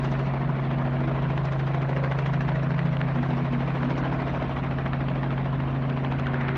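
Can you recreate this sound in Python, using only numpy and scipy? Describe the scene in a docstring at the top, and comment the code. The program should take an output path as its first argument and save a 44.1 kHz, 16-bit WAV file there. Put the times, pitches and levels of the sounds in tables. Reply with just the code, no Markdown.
"""A steady exhaust note, a tail-rotor buzz and a main rotor that swishes and slaps 13.5 times a second:
what sounds like a light piston helicopter, on an airfield under cloud. One engine speed drives the
firing note and both rotors; the blades tear the air into noise and slap as they cut their own wake.
High overhead a biplane drones in and out, its propeller pitch climbing as it dives."""
import sys
import numpy as np
from scipy import signal
from scipy.fft import rfft, irfft, next_fast_len
from scipy.io import wavfile
from scipy.ndimage import uniform_filter1d

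SR = 44100
rng = np.random.default_rng(int(sys.argv[2]) if len(sys.argv) > 2 else 0)


def waveform_to_disk(signal):
    """Save audio, clipped to [-1, 1], as 16-bit WAV at the path in sys.argv[1]."""
    frames = np.transpose(np.atleast_2d(signal))
    scaled = np.clip(frames, -1, 1) * 32767
    samples = np.round(scaled).astype(np.int16)
    wavfile.write(sys.argv[1], SR, samples)


N = 289737

# Helicopter engine speed. Each row: time in seconds, firings per second.
FIRING_RATE = [(0.0, 135.79), (1.8, 135.75), (2.4, 136.06), (2.9, 135.78), (3.3, 135.46), (4.7, 135.35),
               (5.4, 135.5), (6.57, 135.53)]
# Exhaust fader. Each row: time in seconds, level in dB.
EXHAUST_LEVEL = [(0, -28), (2.3, -26.5), (3.6, -28.5), (4.5, -31.5), (5, -28.5), (6.57, -28.5)]
# Six uneven cylinders, firing note first. Each row: multiple of the four-stroke cycle, relative dB.
ENGINE_PARTIALS = [(6, 0.5), (7, -16.5), (8, -22), (9, -26), (12, -25), (13, -41.5), (21, -30.5), (28, -28),
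                   (29, -27)]
FIRINGS_PER_BLADE, FIRINGS_PER_TAIL_BLADE = 10.05, 1.688
FIRST_PASS = .618  # in blade periods
# Main rotor throb. Each row: multiple of the blade rate, level in dB.
THROB_PARTIALS = [(3, -51.5), (4, -44), (5, -48.5), (6, -47.5), (7, -60), (8, -57.5), (9, -60.5),
                  (12, -55.5), (13, -58.5), (14, -58), (15, -62), (18, -60), (21, -61.5), (22, -59.5),
                  (24, -50), (47, -55.5), (78, -61)]
# Tail rotor buzz. Each row: multiple of the tail blade rate, relative level in dB.
TAIL_PARTIALS = [(1, -10), (2, -5), (4, -12), (5, -14), (6, -18), (7, -18), (8, -15), (9, -13)]
# Tail rotor fader. Each row: time in seconds, level in dB.
TAIL_LEVEL = [(0, -39.5), (.4, -38), (1.8, -50), (2.6, -42.5), (2.9, -51.5), (3.68, -46.5), (4.3, -42),
              (4.8, -42), (6.57, -36.5)]
# Throbs near 240 Hz where the tail rotor's buzz beats against the biplane's drone.
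# Each row: centre and half length in seconds, level in dB.
BEAT_CUES = [(3.2, .055, -31.5), (3.37, .055, -32), (3.55, .065, -32), (3.85, .05, -31.5)]

# EQ of the torn air. Each row: frequency in Hz, relative level in dB.
RUSH_EQ = [(160, -28), (280, -0.5), (322, 1.5), (400, 0.5), (450, -2.5), (580, -1), (640, 3), (790, -3),
           (1050, -3.5), (1220, -8), (1600, -12), (2300, -17.5), (3300, -27), (4200, -35), (5000, -46.5),
           (8000, -85)]
# Body of the torn air. Each row: time in seconds, level in dB before trim.
RUSH_LEVEL = [(0, -36), (2.1, -36), (2.8, -38.5), (4.15, -35), (4.9, -36.5), (5.35, -36), (5.75, -37.5),
              (6.57, -37.5)]
# Hiss above that body. Each row: time in seconds, level in dB before trim.
HISS_LEVEL = [(0, -43.5), (1, -43.5), (1.5, -45), (2.3, -44.5), (3, -43.5), (3.8, -42.5), (4.4, -42.5),
              (4.9, -44.5), (5.4, -44), (6, -44.5), (6.57, -42.5)]
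# Swish of the retreating blade between slaps. Each row: time in seconds, boost to the body in dB.
RETREAT_BOOST = [(0, 4.5), (2.5, 7), (4, 4), (5.5, 3.5), (6.57, 1)]
# EQ of the treble sizzle. Each row: frequency in Hz, relative level in dB.
SIZZLE_EQ = [(2800, -16.5), (3800, 1.5), (5600, -3.5), (6600, -10.5), (7400, -14.5), (9500, -23),
             (11000, -39.5), (15000, -38.5)]
# Sizzle faders. Each row: time in seconds, then bed and per-blade burst in dB before trim.
SIZZLE_LEVELS = [(.1, -65, -51.5), (.4, -69.5, -72), (1.25, -70, -67), (1.48, -68, -52.5), (1.8, -68, -63),
                 (2.3, -67, -52), (2.7, -68.5, -63), (3.2, -67.5, -66.5), (3.8, -66.5, -63.5),
                 (3.98, -75, -50.5), (4.06, -71, -60), (4.3, -65.5, -68), (4.85, -69.5, -67),
                 (5.7, -71, -68.5), (6, -71, -67), (6.57, -72, -55)]
# Where a blade meets the wake. Each row: time, lag after the pass, rise and fall, all in seconds.
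STRIKE_SHAPE = [(.5, 0.0038, 0.0082, 0.0091), (1.5, -0.0024, 0.0042, 0.0087), (2.5, -0.004, 0.0028, 0.008),
                (3.3, 0.0033, 0.0055, 0.012), (4.2, 0.012, 0.0074, 0.015), (4.75, -0.0015, 0.0016, 0.011),
                (5.45, 0.0015, 0.002, 0.0065), (6.1, -0.0074, 0.0022, 0.0061)]
# EQ of the downwash. Each row: frequency in Hz, relative level in dB.
RUMBLE_EQ = [(15, -36), (35, -8), (55, -5.5), (100, -5), (150, -1), (200, 1.5), (270, -5.5), (340, -18.5),
             (500, -43.5), (1000, -88)]
# EQ of a blade slap. Each row: frequency in Hz, relative level in dB.
SLAP_EQ = [(200, -11.5), (500, 3.5), (1000, 4.5), (1600, 5), (2400, -1), (3500, -9), (4700, -25.5),
           (6000, -46.5), (7600, -58.5), (10000, -63), (15000, -62)]
# How hard the blades cut their wake. Each row: time in seconds, slap level in dB before trim.
SLAP_LEVEL = [(.08, -31.5), (.3, -46.5), (.7, -39), (1.2, -39.5), (1.5, -34), (2.35, -29), (2.7, -35),
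              (3.3, -40.5), (3.68, -34), (3.85, -40), (4.4, -36.5), (4.85, -34), (5.1, -31), (5.75, -39),
              (6.35, -32), (6.57, -25.5)]

# The biplane fades with distance and ground reflection.
# Each row: time in seconds, second harmonic in dB, third harmonic in dB (the overtones follow it).
BIPLANE_LEVELS = [(0, -48, -51), (.5, -31.5, -47), (.95, -50, -41.5), (1.25, -31.5, -42),
                  (1.7, -41.5, -51.5), (2.45, -30.5, -43.5), (2.68, -31.5, -40.5), (2.86, -30, -44.5),
                  (3.05, -34, -38), (3.3, -32.5, -36.5), (3.68, -35.5, -45), (3.9, -36.5, -36.5),
                  (4.5, -38.5, -43), (5.6, -44, -49.5), (6.57, -65.5, -50.5)]
# Propeller overtones. Each row: multiple of the blade rate, relative level in dB.
PROPELLER_PARTIALS = [(4, 0), (5, -4), (6, -11), (7, -10)]

# Sharp blade cracks, and a few dull knocks in the rushing air. Each row: time in seconds,
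# spike level in dB, pitch in Hz, half length in cycles, snap level in dB; both levels are before trim.
CRACK_AND_KNOCK_CUES = [(0.338, -22, 850.0, 0.7, -48), (0.7121, -23, 1160.0, 0.84, -43.0),
                        (1.3044, -28, 850.0, 0.62, -41.0), (1.3785, -18.5, 850.0, 0.45, -39),
                        (1.5338, -21.5, 1160.0, 0.43, -46.0), (1.7466, -19.5, 1160.0, 0.69, -47.0),
                        (1.812, -29, 1160.0, 0.5, -52), (1.9317, -23.5, 850.0, 1.1, -46),
                        (2.0464, -21, 1480.0, 0.49, -41.0), (2.1213, -18, 1280.0, 0.46, -44.0),
                        (2.189, -30, 1480.0, 2.0, -31), (2.2633, -26, 1100.0, 1.0, -43),
                        (2.343, -23, 1160.0, 0.55, -42), (2.411, -28.5, 1480.0, 1.8, -36.0),
                        (2.4902, -20.0, 850.0, 0.7, -30), (2.7076, -25, 1340.0, 1.1, -40.5),
                        (2.7925, -18.5, 1980.0, 0.8, -30.0), (2.9698, -27, 2600.0, 0.88, -34.0),
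                        (3.0151, -17, 1800.0, 0.63, -29), (3.232, -23, 850.0, 1.2, -45.0),
                        (3.307, -26, 850.0, 0.5, -45.0), (3.8325, -19.5, 1550.0, 0.76, -43.0),
                        (3.9064, -22, 1800.0, 0.5, -34), (3.981, -24, 850.0, 1, -39.0),
                        (4.7862, -24.5, 1630.0, 1.8, -46), (4.8617, -20.5, 1480.0, 0.82, -42),
                        (4.9336, -19.5, 1280.0, 0.5, -41.5), (5.2331, -23.5, 850.0, 0.64, -44.0),
                        (5.3785, -22.5, 850.0, 0.79, -38.0), (5.457, -30, 1050.0, 0.68, -39.0),
                        (5.9003, -23, 1550.0, 0.34, -31), (5.9746, -20, 850.0, 0.72, -34.0),
                        (6.0487, -18.5, 850.0, 0.7, -34), (6.123, -20, 1100.0, 0.54, -29.5),
                        (6.198, -25, 1280.0, 1.6, -25), (6.2697, -23, 1480.0, 2.4, -28),
                        (6.344, -20.5, 1630.0, 2.1, -39.0), (6.4916, -22, 1550.0, 2.0, -33.5)]
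# EQ of their bright snap. Each row: frequency in Hz, relative level in dB.
SNAP_EQ = [(1800, -15), (2900, 4), (4000, -1), (4900, -19.5), (6200, -21.5), (7500, -33.5), (11000, -37.5)]
# Brief swells of narrow bands: biplane overtones and rasp, an engine line, rotor air.
# Each row: centre and half length in seconds, pitch and width in Hz, level in dB.
SWELL_CUES = [(1.058, 0.094, 324, 11, -37), (2.034, 0.14, 538, 54, -39.5), (3.977, 0.31, 292, 62, -34.5),
              (4.156, 0.091, 673, 84, -39.5), (5.604, 0.59, 273, 12, -42), (6.454, 0.18, 383.4, 6.6, -39),
              (6.465, 0.21, 1450, 1700, -38.5)]
# Thin bright ticks. Each row: time in seconds, level in dB.
TICK_CUES = [(2.412, -55), (2.71, -63), (2.972, -63), (6.195, -54)]


def amp(db):
    """Decibels to gain."""
    return 10 ** (np.asarray(db) / 20)


def unit(x):
    """Scales to rms 1."""
    return x / np.sqrt(np.mean(x ** 2) + 1e-20)


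def clock():
    """The time of every sample, in seconds."""
    return np.arange(N) / SR


def follow(rows):
    """Joins breakpoints by straight lines, one automation curve a column."""
    s, *columns = np.transpose(rows)
    return [np.interp(clock(), s, column) for column in columns]


def shaped(x, gain):
    """Filters x by a gain given as a function of frequency."""
    size = next_fast_len(N + 8192)
    return irfft(rfft(x, size) * gain(np.fft.rfftfreq(size, 1 / SR)), size)[:N]


def coloured(x, eq):
    """Runs x through an EQ of (Hz, dB) points and scales it to rms 1."""
    hz, db = np.transpose(eq)
    return unit(shaped(x, lambda f: amp(np.interp(np.log(f + 1), np.log(hz + 1), db))))


def drift(rate):
    """A random modulator of rms 1, with up to rate swings a second."""
    t = np.arange(8192) / 1000
    f = np.fft.rfftfreq(len(t), t[1])
    weight = (f > rate / 10) * (f < rate) / np.sqrt(f + f[1])
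    slow = irfft(weight * np.exp(2j * np.pi * rng.random(len(f))))
    return unit(np.interp(clock(), t, slow))


def stack(turns, partials, flutter_db, wander_rad, rate):
    """Harmonics of a turning part; moving air shakes the level and phase of each."""
    out = np.zeros(N)
    for k, db in partials:
        level = amp(db + flutter_db * drift(rate))
        phase = 2 * np.pi * (k * turns + rng.random())
        out += level * np.sin(phase + wander_rad * drift(rate))
    return np.sqrt(2) * out


def engine(firings):
    """A steady firing note, with weak wavering lines from the six unequal cylinders."""
    cycles = firings / 6
    note = stack(cycles, ENGINE_PARTIALS[:1], flutter_db=.15, wander_rad=.044, rate=8)
    uneven = stack(cycles, ENGINE_PARTIALS[1:], flutter_db=2.5, wander_rad=.4, rate=3)
    return amp(follow(EXHAUST_LEVEL)[0]) * (note + uneven)


def rotor_throb(blades):
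    """The passing main blades beat out a low, pitched throb."""
    return stack(blades, THROB_PARTIALS, flutter_db=1.5, wander_rad=.19, rate=2.3)


def tail_rotor(firings, third_db=2):
    """The geared tail blades buzz; cued throbs near 240 Hz stand for beats against the biplane's drone."""
    passes = firings / FIRINGS_PER_TAIL_BLADE
    buzz = stack(passes, TAIL_PARTIALS, flutter_db=1.5, wander_rad=.27, rate=6)
    third = stack(passes, [(3, 0)], flutter_db=.8, wander_rad=.14, rate=10)
    beats = sum(amp(db) * np.exp(-((clock() - s) / half) ** 2) for s, half, db in BEAT_CUES)
    return amp(follow(TAIL_LEVEL)[0]) * (buzz + amp(third_db) * third) + beats * third


def blade_noise(blades, memory, below_hz):
    """Noise whose low end partly repeats from one blade to the next."""
    period = round(N / blades[-1])
    passes = rng.standard_normal((N // period + 10, period))
    alike = unit(signal.lfilter([1], [1, -memory], passes, axis=0).ravel()[-N:])
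    low = shaped(alike, lambda f: 1 / np.hypot(1, (f / below_hz) ** 2))
    fresh = rng.standard_normal(N)
    return low + shaped(fresh, lambda f: (f / below_hz) ** 2 / np.hypot(1, (f / below_hz) ** 2))


def patchy(x, patch_db, bins=4):
    """Eddies recolour each moment in patches some 350 Hz wide and 25 ms long, mostly in the treble."""
    hz, _, spectrum = signal.stft(x, SR, nperseg=512, noverlap=384)
    patches = uniform_filter1d(rng.standard_normal(spectrum.shape), bins, axis=0)
    patches = unit(uniform_filter1d(patches, 2 * bins, axis=1))
    depth_db = patch_db * np.interp(hz, [600, 2000], [.2, 1])[:, None]
    _, mottled = signal.istft(spectrum * amp(depth_db * patches), nperseg=512, noverlap=384)
    return unit(mottled[:N])


def since_pass(blades, lag_s):
    """Seconds from the nearest blade pass, delayed by lag_s."""
    rate = blades[-1] * SR / N
    return ((blades - FIRST_PASS - lag_s * rate + .5) % 1 - .5) / rate


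def wake_strike(blades):
    """An envelope of height 1 each time a blade cuts the wake: quick attack, slower release."""
    lag, rise, fall = follow(STRIKE_SHAPE)
    t = since_pass(blades, lag)
    return np.exp(-.7 * abs(t / np.where(t < 0, rise, fall)) ** 1.08)


def rasp(firings, exhaust_db=.6, tail_db=.1):
    """A fast ripple in dB: one puff for each firing, one sharper flick for each tail blade."""
    tail = 2 * np.pi * firings / FIRINGS_PER_TAIL_BLADE
    return exhaust_db * np.cos(2 * np.pi * firings) + tail_db * (np.cos(tail) + np.cos(2 * tail))


def rush(firings, blades, split_hz=1300, body_trim_db=-3, hiss_trim_db=.02, sizzle_trim_db=-1):
    """Torn air that jumps as a blade meets the wake and swishes again as one retreats."""
    swing = np.cos(2 * np.pi * (blades - FIRST_PASS - .15))  # crests just after each pass
    strike = wake_strike(blades)
    retreat = np.exp(-(since_pass(blades, lag_s=.035) / .0065) ** 2)
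    retreat_db = follow(RETREAT_BOOST)[0] * retreat

    air = patchy(coloured(blade_noise(blades, memory=.55, below_hz=1000), RUSH_EQ), patch_db=2.6)
    low_air = shaped(air, lambda f: 1 / (1 + (f / split_hz) ** 4))
    eddy_db = 1.4 * drift(250)
    body_motion_db = 2.25 * swing + 4 * strike + retreat_db + eddy_db
    body = unit(low_air) * amp(follow(RUSH_LEVEL)[0] + body_trim_db + body_motion_db)
    hiss_motion_db = 1.4 * swing + .48 * retreat_db + .89 * drift(200)
    hiss = unit(air - low_air) * amp(follow(HISS_LEVEL)[0] + hiss_trim_db + hiss_motion_db)

    fizz = patchy(coloured(rng.standard_normal(N), SIZZLE_EQ), patch_db=3)
    bed, burst = amp(follow(SIZZLE_LEVELS))
    sizzle = (bed * fizz + burst * strike * dulled(fizz)) * amp(sizzle_trim_db + 2 * drift(400))
    wind_db = .5 * drift(120) + .3 * drift(4.1)
    return (body + hiss + sizzle) * amp(wind_db + rasp(firings))


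def dulled(x, edge_hz=7000, shelf_db=-11):
    """The air swallows most of the top of a sharp sound."""
    return shaped(x, lambda f: np.maximum(1 / np.hypot(1, (f / edge_hz) ** 10), amp(shelf_db)))


def rumble(blades, level_db=-40, swing_db=3.5):
    """The low churn of the downwash, pushed by each blade."""
    churn = coloured(blade_noise(blades, memory=.5, below_hz=1300), RUMBLE_EQ)
    swing = np.cos(2 * np.pi * (blades - FIRST_PASS - .14))
    return churn * amp(level_db + swing_db * swing)


def slaps(blades, trim_db=-2.1, scatter_db=-15):
    """A gritty burst for each blade, shorter and harder when the tip cuts the wake."""
    eddies = amp(3 * drift(400))
    air = blade_noise(blades, memory=.7, below_hz=700) * eddies
    grit = patchy(coloured(air, SLAP_EQ), patch_db=3)
    waver_db = -.45 * drift(16)  # no two blades strike quite alike
    slap = grit * wake_strike(blades) * amp(follow(SLAP_LEVEL)[0] + trim_db + waver_db)
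    return slap + amp(scatter_db) * scattered(slap)


def scattered(x, attack_s=.0022, decay_s=.016):
    """Ground and hangars smear a sharp sound into a short tail."""
    t = np.arange(SR // 10) / SR
    tail = rng.standard_normal(len(t)) * np.exp(-t / decay_s) * (1 - np.exp(-t / attack_s))
    return signal.oaconvolve(x, tail / np.linalg.norm(tail))[:N]


def biplane(cruise_hz=80.7, dive_start_s=1.2, dive_hz_per_s2=.553, overtones_db=-9.5):
    """The far propeller: its pitch climbs away from the tail rotor's and beats against it."""
    blade_hz = cruise_hz + dive_hz_per_s2 * np.maximum(clock() - dive_start_s, 0) ** 2
    passes = np.cumsum(blade_hz) / SR
    second, third, overtones = [stack(passes, partials, flutter_db=1.6, wander_rad=.37, rate=8)
                                for partials in ([(2, 0)], [(3, 0)], PROPELLER_PARTIALS)]
    hum_gain, upper_gain = amp(follow(BIPLANE_LEVELS))
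    return hum_gain * second + upper_gain * (third + amp(overtones_db) * overtones)


def cracks_and_knocks(spike_trim_db=-.5, puff_trim_db=-11, snap_trim_db=-7, puff_s=.0032, snap_s=.0012):
    """Sharp blade cracks, and a few dull knocks in the rushing air: each a spike, a puff and a snap."""
    out = np.zeros(N)
    grit = coloured(rng.standard_normal(N), SLAP_EQ)
    fizz = coloured(rng.standard_normal(N), SNAP_EQ)
    for s, db, hz, cycles, snap_db in CRACK_AND_KNOCK_CUES:
        t = clock() - s
        near = abs(t) < .015
        t = t[near]
        spike = np.sin(2 * np.pi * hz * t) * np.exp(-(hz * t / cycles) ** 2)
        puff = grit[near] * np.exp(np.minimum(t / .00018, -t / puff_s))  # quick rise, slower fall
        snap = fizz[near] * np.exp(-abs(t) / snap_s)
        out[near] += amp(db + spike_trim_db) * spike + amp(db + puff_trim_db) * puff
        out[near] += amp(snap_db + snap_trim_db) * snap
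    return dulled(out)


def swells(blades):
    """Brief swells of narrow noise bands: biplane overtones and rasp, an engine line, rotor air."""
    noise = blade_noise(blades, memory=.85, below_hz=970)
    out = np.zeros(N)
    for s, half, hz, width, db in SWELL_CUES:
        band = unit(shaped(noise, lambda f: 1 / (1 + (2 * (f - hz) / width) ** 4)))
        out += amp(db) * band * np.exp(-((clock() - s) / half) ** 2)
    return out


def ticks(decay_s=.0006, corner_hz=6000):
    """A few thin ticks that reach into the top octave."""
    fizz = unit(shaped(rng.standard_normal(N), lambda f: 1 / (1 + (f / corner_hz) ** 2)))
    return fizz * sum(amp(db) * np.exp(-abs(clock() - s) / decay_s) for s, db in TICK_CUES)


def scene():
    """The mono mix: engine speed drives the helicopter's rotors; the biplane flies on its own."""
    firings = np.cumsum(follow(FIRING_RATE)[0]) / SR  # running count
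    blades = firings / FIRINGS_PER_BLADE
    noises = rush(firings, blades) + slaps(blades) + cracks_and_knocks() + swells(blades)
    noises += rumble(blades)
    tones = biplane() + engine(firings) + rotor_throb(blades) + tail_rotor(firings)
    return (tones + noises + ticks())[None]


def record(dry, hiss_db=-80, edge_hz=15300):
    """A faint, even hiss under the mix, then a steep high cut."""
    hissy = dry + amp(hiss_db) * rng.standard_normal(dry.shape)
    taps = signal.firwin(511, edge_hz, window=("kaiser", 9), fs=SR)
    return signal.oaconvolve(hissy, taps[None], "same")


dry = scene()
out = record(dry)
waveform_to_disk(out)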